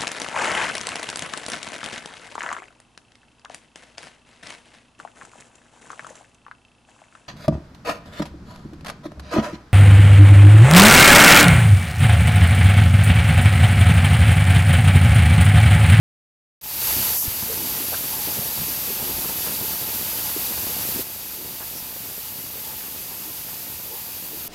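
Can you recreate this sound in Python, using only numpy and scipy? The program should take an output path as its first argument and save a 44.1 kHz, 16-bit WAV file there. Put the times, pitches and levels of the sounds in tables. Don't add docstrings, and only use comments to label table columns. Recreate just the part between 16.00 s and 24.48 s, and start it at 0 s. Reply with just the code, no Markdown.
import sys
import numpy as np
from scipy import signal
from scipy.fft import rfft, irfft
from scipy.io import wavfile
from scipy.ndimage import uniform_filter1d

SR = 44100
rng = np.random.default_rng(int(sys.argv[2]) if len(sys.argv) > 2 else 0)


def digitize_waveform(pressure):
    field = np.atleast_2d(pressure).T
    bounded = np.clip(field, -1, 1)
    quanta = np.round(bounded * 32767).astype(np.int16)
    wavfile.write(sys.argv[1], SR, quanta)


N = 373968
TIME, FREQ = np.arange(N) / SR, np.arange(N // 2 + 1) * SR / N + 1e-3
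START_S, SWELL_S = .612, .265

# frequency in Hz, bandwidth in Hz, early and late level in dB relative to the hiss.
BLADE_MODES = [(880, 60, 8.5, 7.5), (2550, 110, 0, 1), (2820, 140, -2, -1), (3000, 60, 0, -2),
               (3300, 40, -5, 0), (3570, 200, -3, -4), (3880, 200, -1, -4), (4310, 50, -2, 2),
               (4535, 100, 5, 1.5), (4750, 190, 1, 1.5), (5270, 50, -2, -12), (5590, 80, 0, -6),
               (6010, 200, -4, -12), (6530, 120, -4, -3), (10400, 300, -1, -8), (11620, 260, 1, -8),
               (11930, 140, 0.5, 3.5), (12800, 280, 6, 3), (13810, 190, 5, 7), (14900, 350, 1.5, 4.5)]
# middle and half length in seconds, boost in dB.
LOW_MODE_SWELLS = [(2.17, 0.08, 8), (6.702, 0.06, 7), (7.119, 0.018, 13), (7.96, .04, 12)]
# frequency in Hz, relative spectral density in dB.
HISS_SPECTRUM = [(30, -17), (50, -4.5), (70, -1), (160, -1.5), (250, -10.5), (700, -9), (1200, -10),
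                 (2200, -8.5), (2800, -7.5), (4100, -7), (5200, -6), (7000, -6), (9700, -6.5),
                 (11500, 1.23), (14400, -2), (15700, -7.5)]
# middle and length in seconds,
# centre frequency and bandwidth in Hz, level in dB relative to the saw.
LOUD_PUFFS = [(.988, .042, 170, 240, -11.5), (1.434, 0.015, 200, 150, -7.5), (1.512, 0.045, 467, 120, -9.5),
              (1.66, 0.14, 292, 223, -14.5), (1.934, 0.017, 676, 340, -5.5),
              (1.942, 0.019, 1480, 400, -7.5), (2.285, 0.017, 306, 500, -6), (2.39, .017, 179, 170, -3.5),
              (2.408, 0.056, 514, 250, -15), (2.687, 0.015, 300, 200, -9.5),
              (2.611, 0.054, 110, 150, -10.5), (2.896, 0.022, 364, 160, -10), (3.089, 0.059, 355, 160, -13),
              (3.145, 0.09, 60, 50, -18), (3.257, 0.0066, 250, 400, -6.5), (3.486, 0.031, 845, 1600, -10.5),
              (3.634, 0.026, 427, 250, -9.5), (4.37, 0.012, 338, 200, -3), (4.963, 0.022, 280, 150, -7),
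              (4.997, 0.011, 380, 180, -3.5), (5.414, 0.083, 385, 180, -12.5),
              (5.618, 0.026, 1110, 1100, -9), (5.777, .06, 5600, 700, -11), (7.28, 0.081, 290, 120, -15),
              (7.93, 0.052, 483, 200, -12), (8.353, .057, 393, 250, -13)]
# middle and length in seconds, change in dB.
LEVEL_STEPS = [(.632, .008, 9), (1.25, .05, -4.5), (5.024, 0.019, -6.5)]


def saw(wander_db=1.5, wander_hz=10, wander_falloff=0.56):
    hiss = colour(HISS_SPECTRUM)
    spray, *contacts = [rfft(grinding()) * hiss * workshop() for _ in range(4)]
    sound = irfft(spray, N)
    travel = ramp(start_s=2.9, length_s=4)
    contact_db = [wander_db * walk(wander_hz) for _ in contacts]
    lowest_hz = BLADE_MODES[0][0]
    for mode, (hz, width_hz, early_db, late_db) in enumerate(BLADE_MODES):
        point = mode % len(contacts)
        ring = irfft(contacts[point] * resonance(hz, width_hz), N)
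        strength = (1 - travel) * undb(early_db) + travel * undb(late_db)
        swell_db = contact_db[point] * (lowest_hz / hz) ** wander_falloff
        if mode == 0:
            swell_db += sum(db * bump(middle_s, half_s) for middle_s, half_s, db in LOW_MODE_SWELLS)
        sound += ring * strength * undb(swell_db)
    return unit(sound * runout())


def grinding(grit_db=-4):
    grit = unit(impacts(per_s=5000, spread_db=5.5) * rng.choice([-1, 1], N))
    return unit(rng.standard_normal(N) + undb(grit_db) * grit)


def runout(turn_hz=38.1, once=.028, twice=.03, waver_db=0.56):
    speed_hz = turn_hz * (1 + 0.0026 * walk(2.7))
    angle = 2 * np.pi * np.cumsum(speed_hz) / SR
    bite = 1 + once * np.sin(angle) + twice * np.sin(2 * angle)
    return bite * undb(waver_db * walk(25))


def flutter(soft_hz=490, low_hz=82, gust_db=1.0, steady_db=-15.5, rise_db=7.5, rise_s=1.7):
    eddies = -impacts(per_s=340, spread_db=4.5) * undb(-gust_db * walk(22))
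    low_pass = 1 / (1 + 1j * FREQ / soft_hz) ** 2
    high_pass = 1 / np.sqrt(1 + (low_hz / FREQ) ** 4)
    level_db = steady_db - rise_db * (1 - ramp(START_S, rise_s))
    return unit(irfft(rfft(eddies) * low_pass * high_pass, N)) * undb(level_db)


def puffs(size=16384, pops_per_s=900, churn_db=-5):
    sound = np.zeros(N + size)
    from_middle_s = (np.arange(size) - size // 2) / SR
    freq = np.arange(size // 2 + 1) * SR / size
    for middle_s, length_s, hz, width_hz, db in LOUD_PUFFS + small_puffs():
        band = 1 / np.sqrt(1 + (2 * (freq - hz) / width_hz) ** 4)
        band *= np.minimum(2 * freq / hz, 1)
        pops = -unit((rng.random(size) < pops_per_s / SR) * rng.exponential(size=size))
        churn = undb(churn_db) * rng.standard_normal(size)
        envelope = np.exp(-2 * (from_middle_s / length_s) ** 2)
        burst = irfft(rfft(pops + churn) * band) * envelope
        rms = np.sqrt(np.sum(burst ** 2) / (length_s * SR))
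        start = int(middle_s * SR) - size // 2
        sound[start:start + size] += undb(db) * burst / rms
    return sound[:N]


def small_puffs(count=24, centre_hz=430, width_share=0.59, length_s=0.02, level_db=-16, spread_db=0.5):
    middles_s = rng.uniform(START_S + SWELL_S, N / SR, count)
    longer, octaves, louder = rng.standard_normal((count, 3)).T
    lengths_s = length_s * 2 ** (longer / 2)
    hz = centre_hz * 2 ** octaves
    return list(zip(middles_s, lengths_s, hz, width_share * hz, level_db + spread_db * louder))


def thump(start_s=1.279, hz=85, decay_s=0.0072, level_db=8.5):
    age = np.maximum(TIME - start_s, 0)
    return undb(level_db) * np.sin(2 * np.pi * hz * age) * np.exp(-age / decay_s)


def spatter(hz=900, width_hz=1400, level_db=-24):
    drops = -impacts(per_s=60, spread_db=1.5)
    ticks = irfft(rfft(drops) * resonance(hz, width_hz) ** 2, N)
    return undb(level_db) * unit(ticks)


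def workshop(t60_s=0.053, wet_db=-15, gap_s=.004, size=16384):
    age = TIME[:size]
    tail = rng.standard_normal(size) * np.exp(-np.log(1000) * age / t60_s) * (age > gap_s)
    return 1 + undb(wet_db) * rfft(tail, N) / np.sqrt(np.sum(tail ** 2))


def dip(sound, middle_s=1.202, half_s=0.039, depth_db=-11, edge_hz=4900):
    lows = irfft(rfft(sound) / (1 + (FREQ / edge_hz) ** 20), N)
    gain = undb(depth_db * bump(middle_s, half_s))
    return sound + lows * (gain - 1)


def loudness(start_db=-42, swell_db=12):
    db = start_db + swell_db * ramp(START_S, SWELL_S)
    for middle_s, length_s, change_db in LEVEL_STEPS:
        db += change_db * ramp(middle_s - length_s / 2, length_s)
    return undb(db) * (TIME > START_S)


def resonance(hz, width_hz):
    return 1 / (1 + 1j * (FREQ ** 2 - hz ** 2) / (FREQ * width_hz))


def impacts(per_s, spread_db):
    hits = rng.random(N) < per_s / SR
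    return hits * undb(spread_db * np.minimum(rng.exponential(size=N), 3))


def colour(points):
    hz, db = np.transpose(points)
    return undb(np.interp(np.log(FREQ), np.log(hz), db))


def walk(rate_hz):
    hold = int(SR / rate_hz)
    steps = np.repeat(rng.standard_normal(N // hold + 1), hold)
    return unit(uniform_filter1d(steps, hold)[:N])


def ramp(start_s, length_s):
    return np.clip((TIME - start_s) / length_s, 0, 1)


def bump(middle_s, half_s):
    return np.exp(-((TIME - middle_s) / half_s) ** 2)


def undb(db):
    return np.exp(np.asarray(db) * (np.log(10) / 20))


def unit(x):
    return x / np.std(x)


def scene(headroom_db=5.5):
    sound = saw() + flutter() + spatter() + puffs()
    sound = unit(np.tanh(sound / undb(headroom_db)))
    sound = (dip(sound) + thump()) * loudness()
    return np.array([sound, sound])


def record(dry, top_hz=15790):
    return signal.sosfilt(signal.ellip(12, .1, 80, top_hz, fs=SR, output="sos"), dry)


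dry = scene()
out = record(dry)
digitize_waveform(out)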